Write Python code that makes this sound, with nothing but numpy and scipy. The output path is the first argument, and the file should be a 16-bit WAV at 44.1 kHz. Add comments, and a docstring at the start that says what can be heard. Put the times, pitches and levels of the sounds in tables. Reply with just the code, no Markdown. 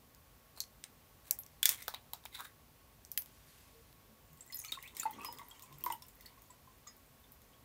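"""Fingers twist a plastic cap off a water bottle close by: the seal snaps, the thread scrapes, the bottle creases.
Then an unsteady trickle falls into a tall glass: splats, bubbles and glugs, the glass ringing faintly.
A small quiet room answers, over steady hiss and low rumble.
Snaps and splats are noise bursts through resonances, bubbles are fading sines, scrapes and flow are shaped noise."""
import sys
import numpy as np
from scipy import signal
from scipy.fft import rfft, irfft, next_fast_len
from scipy.io import wavfile
from scipy.ndimage import uniform_filter1d, map_coordinates

SR = 44100
rng = np.random.default_rng(int(sys.argv[2]) if len(sys.argv) > 2 else 0)


def unload_audio(sound):
    """Save the sound as a 16-bit wav file, at the path given as the first command line argument."""
    columns = np.transpose(np.atleast_2d(sound))
    # keep every value between -1 and 1, then stretch to whole-number steps
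    steps = np.round(np.clip(columns, -1, 1) * 32767)
    wavfile.write(sys.argv[1], SR, steps.astype(np.int16))


N = 336953  # length of the scene [samples]

# In all tables and settings, t60 is the time a sound takes to fade by 60 dB.
# Drops striking water or glass:
# (time [s], level before a fixed cut [dB], brightness [dB per octave], glass ring against that level [dB])
DROPS = [(4.331, -47, 12, -27), (4.3737, -50, 8, -38), (4.4064, -50, 12, -33), (4.4642, -48, 9.5, -19),
         (4.5244, -38, 3, -18.5), (4.545, -28.5, 15, -31), (4.5899, -33, 17, -42), (4.6483, -37, 0.9, -31),
         (4.7202, -31.5, 2, -45), (4.8265, -37, 6.5, -18), (4.876, -46, 0.5, -19), (4.9493, -46, 3, -23),
         (4.968, -33.5, 1.5, -36), (4.998, -27.5, 8, -26.5), (5.1098, -40, 10, -35),
         (5.1976, -51.5, -3, -15), (5.2155, -45.5, 4, -17), (5.2335, -49, 1.5, -22),
         (5.2471, -30, 6.5, -35), (5.3263, -36.5, 8, -30), (5.386, -42.5, 1.2, -14), (5.4844, -43, 12, -36),
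         (5.5114, -49.5, -.6, -18), (5.595, -46.5, 2, -32), (5.623, -39, 8, -33), (5.659, -55, 0, -24),
         (5.7265, -47, 2.5, -28), (5.7852, -43, 14, -29), (5.8083, -44, 9, -27), (5.8395, -24.5, 15.5, -38),
         (5.861, -31.5, 5, -30), (5.9007, -40.5, -1, -9), (5.9229, -32, 7.5, -41),
         (6.0219, -43.5, 2.1, -32), (6.0664, -49, 15, -35), (6.0833, -42.5, 11, -33),
         (6.1549, -51, 14, -30), (6.2092, -45.5, 3.5, -27), (6.259, -44, 2, -33), (6.4198, -48, 8, -34),
         (6.5046, -57.5, -4, -7), (6.6198, -63, 6, -17), (6.7825, -57, 11, -20), (6.872, -50, -2.5, -5),
         (6.967, -51, 13, -24), (7.2005, -59, 6, -21), (7.2383, -63, -1, -22), (7.3202, -42, 18, -35),
         (7.3467, -60, 5, -23), (7.418, -51, 4, -25), (7.5337, -60, -4, -20)]
# How strongly the water runs: (time [s], bubbling level [dB], spray level [dB])
WATER_FLOW = [(4.25, -88, -85), (4.42, -84, -76), (4.56, -73, -68), (4.68, -70.5, -56), (4.89, -70, -77.5),
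              (5.0, -68.5, -52), (5.08, -67.5, -72), (5.25, -66.5, -75), (5.44, -72, -72),
              (5.57, -72.5, -73), (5.86, -76.5, -73), (6.03, -93, -77), (6.23, -74, -75), (6.57, -86, -84),
              (7.12, -91, -85), (7.64, -86, -85)]


def amp(db):
    """Turns decibels into a plain factor."""
    return 10 ** (np.asarray(db) / 20)


def unit(x):
    """Scales a sound to an average strength (rms) of 1."""
    return x / np.sqrt(np.mean(x ** 2) + 1e-20)


def along(points, hz):
    """Reads a curve of (Hz, value) points on a log frequency axis."""
    f, v = np.transpose(points)
    return np.interp(np.log(hz + 1), np.log(f + 1), v)


def curves(rows):
    """One value per sample for each column after the time; practically silent outside the table."""
    s, *cols = np.transpose(rows)
    return [np.interp(np.arange(N) / SR, s, c, left=-150, right=-150) for c in cols]


def wobble(rate):
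    """A smooth random curve through `rate` random points a second."""
    points = rng.standard_normal(int(N * rate / SR) + 4)
    return map_coordinates(points, [np.arange(N) * rate / SR])


def filtered(x, response):
    """Multiplies the spectrum of x by a complex response of frequency."""
    m = next_fast_len(N + SR // 2)
    return irfft(rfft(x, m) * response(np.fft.rfftfreq(m, 1 / SR)), m)[..., :N]


def resonant(x, modes):
    """Sends x through resonances (Hz, width Hz, dB), scaled so that white noise keeps its power."""
    def gain(f):
        total = 0
        for k, (center, width, db) in enumerate(modes):
            peak = 1j * f * width / (center * center - f * f + 1j * f * width)
            total = total + (-1) ** k * amp(db) * peak  # neighbours have opposite signs
        return total

    return filtered(x, gain) / np.sqrt(np.mean(abs(gain(np.arange(SR // 2))) ** 2))


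def narrow(hz, width_hz):
    """A band of noise, rms 1, around a moving pitch."""
    slow = filtered(rng.standard_normal((2, N)), lambda f: 1 / (1 + (f / width_hz) ** 2))
    phase = 2 * np.pi * np.cumsum(hz) / SR
    return unit(slow[0] * np.cos(phase) + slow[1] * np.sin(phase))


def laid(times, rows):
    """Adds each row of samples into the scene at its start time."""
    at = np.round(np.asarray(times) * SR).astype(int)[:, None] + np.arange(rows.shape[1])
    return np.bincount(at.ravel(), rows.ravel(), N + SR)[:N]


def bursts(times, db, shares_db, t60, groups, spiky_db):
    """A sharp crack with a fading, spiky noise tail drives each group of resonances by its own share."""
    t = np.arange(SR // 20) / SR
    noise, spikes = rng.standard_normal((len(times), 2, len(t))).transpose(1, 0, 2)
    shape = amp(-60 * t / t60) * (1 + 1.39 * np.exp(-t / 0.00066))
    burst = amp(spiky_db * unit(uniform_filter1d(spikes, size=12))) * noise * shape
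    # every burst gets the energy of its smooth shape
    burst = burst * np.linalg.norm(shape, axis=-1, keepdims=True) / np.linalg.norm(burst, axis=1, keepdims=True)
    out = np.zeros(N)
    for share, modes in zip(shares_db, groups):
        out += resonant(laid(times, amp(db + share)[:, None] * burst), modes)
    return out


def rings(times, hz, db, t60, attack, rise, waver, size):
    """Fading sines whose pitch climbs by the share `rise` during t60 and wavers at random."""
    t = np.arange(size) / SR
    hz, db, t60, waver = (np.reshape(v, (-1, 1)) for v in (hz, db, t60, waver))
    drift = waver * np.cumsum(rng.standard_normal((len(times), size)), axis=1) * np.sqrt(hz / SR)
    turns = hz * (t + rise * t * t / (2 * t60)) + drift
    strength = amp(db - 60 * t / t60) * (1 - np.exp(-t / attack))
    return laid(times, strength * np.sin(2 * np.pi * turns))


def floor():
    """Steady rumble and hiss are noise with a shaped spectrum; a narrow band adds a fuzzy tone."""
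    # Spectrum of rumble and hiss: (frequency [Hz], relative level [dB])
    hiss_spectrum = [(13, -66), (22, 8.5), (60, -2.5), (149, -6), (176, -12.5), (238, -9.5), (281, -11),
                     (314, -15.5), (476, -14), (926, -17), (1090, -22), (1360, -20), (8970, -27),
                     (15200, -20.5), (16500, -46.5)]
    # The fuzzy tone: (pitch [Hz], width [Hz], level [dB])
    whine = (1105, 28, -79)
    hiss_db = -63.5
    hiss = unit(filtered(rng.standard_normal(N), lambda f: amp(along(hiss_spectrum, f))))
    hz, width, db = whine
    tone = resonant(rng.standard_normal(N), [(hz, width, 0)])
    return amp(hiss_db + 0.49 * wobble(1.0)) * hiss + amp(db) * tone


def snaps():
    """Plastic lets go suddenly: seal, thread and bottle wall crack; the cap rings at a pitch set by the grip.
    Returns the direct sound and a shorter burst with a softer ring, which feeds the room tail."""
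    # Cap and bottle snaps, with the level of each part that answers:
    # (time before a fixed 0.9 ms delay [s], neck [dB], wall [dB], rim [dB], crack [dB], cap ring [dB])
    snap_table = [(.147, -78, -76, -57.5, -58, -75), (.563, -82, -82, -61, -70, -63),
                  (0.603, -75, -59, -36.5, -33.5, -29.5), (0.614, -64, -65, -54, -52, -43),
                  (.637, -73, -62, -58, -64, -43.5), (0.839, -75, -46, -41.5, -50, -51),
                  (1.309, -47.5, -38, -29, -23.5, -63), (1.388, -63, -60, -60, -34, -66),
                  (1.434, -78, -63, -53, -68, -76), (1.463, -77, -63.5, -54, -53, -76),
                  (1.629, -61, -31, -28, -28, -21.5), (1.655, -45.5, -24, -20, -20.5, -23.5),
                  (1.691, -57, -35, -23, -19.5, -34.5), (1.825, -58, -57, -45.5, -46, -64),
                  (1.88, -27, -37, -44, -35, -53), (1.939, -44.5, -51, -66, -52, -40),
                  (1.944, -54, -41, -58, -44.5, -33), (2.133, -43.5, -42.5, -41.5, -37.5, -38),
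                  (2.238, -58, -62, -70, -66, -56), (2.253, -45.5, -52, -47, -45, -50),
                  (2.258, -74, -45, -59, -58, -51), (2.347, -58, -51, -73, -64, -54),
                  (2.406, -58, -61, -51, -45, -54), (2.445, -61, -63, -58, -53, -58),
                  (3.049, -67, -65, -51, -51, -77), (3.116, -73, -59, -46.5, -38.5, -77),
                  (3.175, -52.5, -34, -33, -25, -45), (3.22, -61, -59, -50, -46, -64),
                  (3.259, -65, -59, -57, -52, -71), (3.927, -74, -62, -68, -60, -75)]
    # Pitch of the cap ring as the grip changes: (time [s], pitch [Hz])
    grip = [(.6, 4215), (.64, 4220), (.84, 3870), (1.63, 3475), (1.7, 3415), (1.94, 3880), (2.13, 3910),
            (2.4, 3600), (3.18, 4670)]
    # Resonances of the neck, wall, rim and crack: each (frequency [Hz], width [Hz], relative level [dB])
    plastic = [
        [(790, 280, 0), (1400, 900, -5)],
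        [(2000, 1100, -1.5), (3700, 2000, 0)],
        [(5400, 1800, 0), (8500, 2600, 0)],
        [(11000, 3000, -2.2), (14000, 3500, 0)],
    ]
    loudest_t60_s, longer_per_db = 0.031, 0.02  # a snap at 0 dB; weaker ones die sooner by this share a dB
    short_t60_s = .0012
    s, *parts_db, ring_db = np.transpose(snap_table)
    t60 = loudest_t60_s * np.exp(longer_per_db * np.max(parts_db, axis=0))
    hz = np.interp(s, *np.transpose(grip))
    s = s + .3 / 343  # all snaps start 0.9 ms after their table times
    ring = rings(s, hz, ring_db, 1.8 * t60, attack=.0004, rise=0, waver=.05, size=SR // 10)
    short_db = 10 * np.log10(t60 / short_t60_s) - 3.5  # makes up for the shorter burst
    short = bursts(s, short_db, parts_db, short_t60_s, plastic, spiky_db=-1.5)
    direct = bursts(s, 0, parts_db, t60[:, None], plastic, spiky_db=2.5)
    return direct + ring, short + 0.55 * ring


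def room(x, size=SR // 8):
    """Each frequency dies at its own speed; each eighth of a second of sound gets a fresh random noise tail."""
    # How long the room rings: (frequency [Hz], t60 [s])
    room_fade = [(500, 0.098), (1500, 0.19), (3500, 0.15), (10000, 0.13)]
    out = np.zeros(N + SR)
    for start in range(0, N, size):
        hz, t, z = signal.stft(rng.standard_normal(SR // 3), SR, nperseg=128)
        fading = z * amp(-60 * t / along(room_fade, hz)[:, None])
        tail = signal.istft(fading, SR, nperseg=128)[1]
        answer = signal.fftconvolve(x[start:start + size], tail / np.linalg.norm(tail))
        out[start + 260:][:len(answer)] += answer  # about 6 ms after the direct sound
    return out[:N]


def scrape():
    """Clumped sticking and slipping stirs the cap and the air in the neck, whose pitch glides as the cap turns."""
    # The cap scrapes on its thread: (start [s], hardest [s], end [s], grit level [dB], rasp level [dB],
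    # rasp pitch [Hz], neck air level [dB], neck air from [Hz], neck air to [Hz])
    strokes = [(0.553, 0.577, .61, -56, -61, 4290, -62, 900, 905),
               (1.242, 1.268, 1.31, -54.5, -71, 4000, -70, 1190, 1096),
               (1.64, 1.704, 1.787, -37.5, -49, 3380, -81, 1002, 1007),
               (1.722, 1.79, 1.98, -55, -65, 3640, -63, 2050, 2260),
               (1.88, 1.892, 1.95, -75, -70, 3800, -58, 845, 796),
               (2.308, 2.354, 2.47, -54.5, -52.5, 3760, -59, 2200, 2200),
               (2.363, 2.404, 2.45, -57, -57.5, 3760, -47.5, 949, 1554),
               (2.408, 2.457, 2.51, -58, -64, 3700, -58, 1200, 2006)]
    fade_db = 27  # from the hardest moment to either end
    slips = amp(4 * wobble(400) + 2 * wobble(45))
    grit_modes = [(2400, 6600, 0.5), (5800, 3800, 7.5), (13500, 38000, 2.5)]
    grit = unit(resonant(slips * rng.standard_normal(N), grit_modes))
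    out, t = np.zeros(N), np.arange(N) / SR
    for start, hardest, end, grit_db, rasp_db, rasp_hz, neck_db, from_hz, to_hz in strokes:
        reach = np.interp(t, [start, hardest, end], [1, 0, 1])  # 0 at the hardest moment, 1 at the ends
        pressure = amp(-fade_db * reach ** 1.35) * (reach < 1)
        rasp = unit(slips * narrow(np.full(N, rasp_hz), width_hz=310))
        neck = unit(slips * narrow(np.interp(t, [start, end], [from_hz, to_hz]), width_hz=280))
        out += pressure * (amp(grit_db) * grit + amp(rasp_db) * rasp + amp(neck_db) * neck)
    return out


def rustle():
    """Skin slides over the bottle wall: unsteady noise through two broad resonances."""
    # The hand shifts on the bottle: (time [s], level [dB])
    hand_shift = [(3.26, -67.5), (3.4, -72.5), (3.5, -67.5), (3.62, -68), (3.75, -73.5), (3.95, -81)]
    skin = amp(1.5 * wobble(87)) * rng.standard_normal(N)
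    return amp(curves(hand_shift)[0]) * unit(resonant(skin, [(2150, 4900, 0), (12900, 2600, -1.5)]))


def gurgle():
    """Water and air change places low in the bottle: wandering low noise in bell-shaped swells."""
    # Swells: (middle [s], length [s], level at the middle [dB])
    swell_table = [(4.102, 0.8, -77), (5.185, 0.76, -66), (5.858, 0.42, -67.5)]
    t = np.arange(N) / SR
    swells = np.zeros(N)
    for middle, length, db in swell_table:
        swells += amp(db) * np.cos(np.pi * np.clip((t - middle) / length, -.5, .5))
    return swells * unit(amp(2.9 * wobble(12)) * narrow(330 + 70 * wobble(6), width_hz=150))


def hums():
    """Soft low tones: each a steady sine under a bell-shaped swell."""
    # Faint hums: (start [s], length [s], pitch [Hz], level at the middle [dB])
    hum_table = [(3.72, 0.12, 457, -64), (4.08, 0.1, 218, -65.5), (4.29, 0.087, 154, -63.5),
                 (5.14, 0.093, 242, -64), (5.277, 0.12, 255.5, -66), (5.67, 0.17, 143, -60.5),
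                 (5.815, 0.14, 330, -60.5)]
    s, length, hz, db = np.transpose(hum_table)[:, :, None]
    t = np.arange(SR // 4) / SR
    swell = np.sin(np.pi * np.clip(t / length, 0, 1))
    return laid(s[:, 0], amp(db) * swell * np.sin(2 * np.pi * hz * t))


def swarm(low_hz, high_hz, count):
    """Small random bubbles ring in clumps; rms 1 from the start of the flow."""
    start = WATER_FLOW[0][0]
    u, size_db = rng.random((count, 3)), 6.5 * rng.standard_normal(count)
    times = start + u[:, 0] * (N / SR - start)
    hz = low_hz * (high_hz / low_hz) ** u[:, 1]
    t60 = (12 + 60 * u[:, 2]) / hz  # 12 to 72 turns
    small = rings(times, hz, size_db, t60, attack=0.0012, rise=.15, waver=0.046, size=800)
    small = small * amp(3 * wobble(35))
    return small / small[int(start * SR):].std()


def trickle():
    """Bubbling and spray follow the flow over a wash of noise, and stir the air column above the water."""
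    # Resonances of the air above the water: (frequency [Hz], width [Hz], relative level [dB])
    air_column = [(992, 186, 23), (2080, 130, -12), (3180, 280, -35)]
    shallow_db, deep_db = -4, 2  # air column against the bubbling, before and after the water pools
    pool_s, fill_s = 5.02, 0.59  # middle and length of that change
    bubbling_db, spray_db = curves(WATER_FLOW)
    change_s = [pool_s - fill_s / 2, pool_s + fill_s / 2]
    column_db = bubbling_db + np.interp(np.arange(N) / SR, change_s, [shallow_db, deep_db])
    column = unit(resonant(amp(3.0 * wobble(40)) * rng.standard_normal(N), air_column))
    wash_noise = amp(13.0 * wobble(60)) * rng.standard_normal(N)
    wash = unit(resonant(wash_noise, [(2280, 630, 0), (3970, 8200, -2)]))
    bubbling, spray = swarm(1773, 6800, count=3200), swarm(6160, 15800, count=4000)
    return amp(bubbling_db) * (bubbling + 0.28 * wash) + amp(spray_db) * spray + amp(column_db) * column


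def splats():
    """Each drop cracks on the surface and sets the wall of the glass ringing."""
    # Three groups of splash resonances: each (frequency [Hz], width [Hz], relative level [dB])
    water = [
        [(2150, 210, -2.5), (3480, 490, 2)],
        [(5270, 940, 0), (7900, 2200, 0)],
        [(12900, 3100, 0.014), (15500, 2500, 0.045)],
    ]
    # How far each group lies above the lowest: (distance [octaves])
    water_octaves = [0, 1.25, 2.3]
    # The ringing wall of the glass: (pitch [Hz], level against the drop's ring [dB], t60 [s])
    glass = [(1952, -8.5, 0.43), (5300, -20, 0.19), (8300, -20, 0.14)]
    middle_dip_db = -1  # the middle group is weaker
    s, db, brightness, ring_db = np.transpose(DROPS)
    shares = brightness * np.c_[water_octaves] + np.c_[[0, middle_dip_db, 0]]
    shares = shares - shares.max(axis=0)  # the strongest group of each drop stands at 0 dB
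    chance, each = rng.standard_normal((len(s), len(glass))), np.ones(len(s))
    wall = np.zeros(N)
    for k, (hz, level, t60) in enumerate(glass):
        wall_db = db + ring_db + level + 1.3 * chance[:, k]
        wall += rings(s, hz * each, wall_db, t60 * each, attack=0.00084, rise=0, waver=0.00078, size=SR // 4)
    return bursts(s, db - 10.5, shares, 0.028, water, spiky_db=2.5) + wall


def trapped(count=7):
    """Each drop drags a few small bubbles under; brighter drops make smaller, higher ones."""
    base_hz, octaves_per_db, top_hz = 2504, 0.33, 14000  # typical pitch, its rise with brightness, its limit
    under_db, spread_s = -19, 0.038  # level against the drop's, longest delay after it
    s, db, brightness, _ = np.repeat(DROPS, count, axis=0).T
    u, g = rng.random((len(s), 2)), rng.standard_normal((len(s), 2))
    hz = np.minimum(base_hz * 2 ** (octaves_per_db * brightness + 0.457 * g[:, 0]), top_hz)
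    t60 = (30 + 70 * u[:, 1]) / hz  # 30 to 100 turns
    return rings(s + spread_s * u[:, 0], hz, db + under_db + 4 * g[:, 1], t60,
                 attack=0.0015, rise=0.083, waver=0.044, size=SR // 20)


def bubbles():
    """The loudest bubbles and glugs: trapped air rings at a pitch set by its size; the shorter, the less steady."""
    # (time [s], pitch at the start [Hz], level before a fixed boost [dB], t60 [s])
    bubble_table = [(4.407, 7640, -38.5, .02), (4.423, 8340, -50, .027), (4.5, 1986, -48.5, 0.034),
                    (4.526, 5080, -48.5, .092), (4.527, 4200, -45.5, .032), (4.554, 11730, -40.5, .062),
                    (4.57, 7000, -36, 0.016), (4.584, 6360, -40, .018), (4.59, 9960, -39, 0.031),
                    (4.599, 6580, -32, .013), (4.641, 2315, -42.5, .022), (4.645, 1267, -56, 0.073),
                    (4.655, 6200, -44, 0.034), (4.683, 4300, -45.5, 0.039), (4.692, 2310, -47, .033),
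                    (4.722, 3630, -22, 0.016), (4.723, 1294, -54, 0.066), (4.749, 1430, -45, 0.015),
                    (4.773, 1096, -40.5, 0.035), (4.787, 2040, -36.5, .012), (4.865, 2220, -50, .02),
                    (4.991, 4170, -56, .04), (4.997, 7150, -25.5, 0.022), (5.006, 2580, -44, 0.026),
                    (5.007, 1850, -52, 0.024), (5.02, 3720, -44, 0.026), (5.03, 4430, -37, 0.016),
                    (5.03, 9370, -39.5, 0.028), (5.032, 1210, -29.5, .013), (5.033, 11350, -38, .02),
                    (5.054, 881, -29, 0.065), (5.06, 2600, -50.5, 0.038), (5.062, 2050, -42, 0.019),
                    (5.071, 910, -35.5, 0.036), (5.092, 852, -50, 0.094), (5.186, 1127, -46, 0.054),
                    (5.207, 2580, -43, 0.026), (5.21, 1160, -57, .19), (5.234, 1232, -49, 0.062),
                    (5.247, 1035, -34, 0.024), (5.247, 2300, -37, 0.018), (5.254, 5060, -51.5, 0.24),
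                    (5.285, 950, -40.5, 0.052), (5.286, 2920, -52, 0.034), (5.373, 4940, -48.5, 0.021),
                    (5.393, 2050, -50, 0.036), (5.393, 1100, -45.5, 0.041), (5.414, 936, -46.5, 0.041),
                    (5.512, 3270, -47.5, .036), (5.531, 926, -53.5, 0.04), (5.63, 8120, -54.5, .04),
                    (5.633, 1034, -57, .06), (5.718, 1058, -56, 0.081), (5.838, 3090, -36.5, .014),
                    (5.84, 1016, -44.5, 0.068), (5.862, 2070, -37, 0.015), (5.863, 1007, -25.5, 0.032),
                    (5.901, 2060, -37, 0.02), (5.902, 950, -26.5, .026), (5.912, 7000, -47, .027),
                    (5.921, 8850, -35, .02), (5.924, 3070, -32.5, .014), (5.927, 907, -43, 0.067),
                    (5.94, 946, -48, 0.057), (6.02, 1010, -57, 0.045), (6.022, 5300, -44, 0.021),
                    (6.2, 2050, -59, 0.037), (6.261, 4460, -41, .02), (6.373, 1080, -57.5, .04),
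                    (6.499, 994, -58, 0.093), (6.504, 7670, -47.5, 0.022), (6.673, 1045, -57.5, 0.063),
                    (6.867, 1170, -49, 0.031), (6.869, 7450, -53, .043), (6.871, 6620, -49, 0.06),
                    (6.873, 5060, -61, .14), (7.24, 3540, -56.5, .025)]
    s, hz, db, t60 = np.transpose(bubble_table)
    return rings(s, hz, db + 7, t60, attack=0.0037, rise=0.016, waver=0.0083 + .0012 / t60, size=SR // 6)


def chirps():
    """Bubbles climb in pitch as they near the surface: unsteady upward glides under a bell-shaped swell."""
    # (start [s], length [s], from pitch [Hz], to pitch [Hz], level before the flutter [dB])
    chirp_table = [(4.828, .066, 2100, 4500, -56), (5.2, .05, 2400, 3600, -62),
                   (7.525, .03, 3000, 3700, -70)]
    s, length, low_hz, high_hz, db = np.transpose(chirp_table)[:, :, None]
    u = np.clip(np.arange(SR // 10) / SR / length, 0, 1)  # progress from 0 to 1
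    unsteady = .06 * np.cumsum(rng.standard_normal(u.shape), axis=1)
    hz = low_hz * (high_hz / low_hz) ** (u * u)
    phase = 2 * np.pi * np.cumsum(hz, axis=1) / SR + unsteady
    flutter = amp(5 * wobble(110))
    return flutter * laid(s[:, 0], amp(db) * np.sin(np.pi * u) * np.sin(phase))


def scene():
    """Mixes the hands, the water, the room's answer and the steady background."""
    snap, short_snap = snaps()
    rub = scrape() + rustle()
    near = snap + rub
    near = near + 0.14 * np.pad(near, (85, 0))[:N]  # the table top throws the cap's sound back 2 ms later
    no_bass = lambda hz: (1j * hz / (300 + 1j * hz)) ** 2  # the near sounds hold little bass below about 300 Hz
    near, far = filtered(np.array([near, short_snap + rub]), no_bass)
    splash = splats() + trickle()
    air = bubbles() + chirps() + trapped()
    answer = room(amp(-9) * far + amp(-5.0) * splash + amp(-8.5) * air)
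    return (near + splash + air + answer + gurgle() + hums() + floor())[None]


def record(dry):
    """The finished sound has little deep bass, falls steeply above 15.7 kHz and holds nothing above 16.8 kHz."""
    # Tone balance: (frequency [Hz], gain [dB])
    tone_balance = [(10, -32), (28, -23), (50, 2.5), (15700, 0.5), (16050, -20), (17000, -28)]
    top_hz = 16800
    return filtered(dry, lambda hz: amp(along(tone_balance, hz)) * (hz < top_hz))


dry = scene()
out = record(dry)
unload_audio(out)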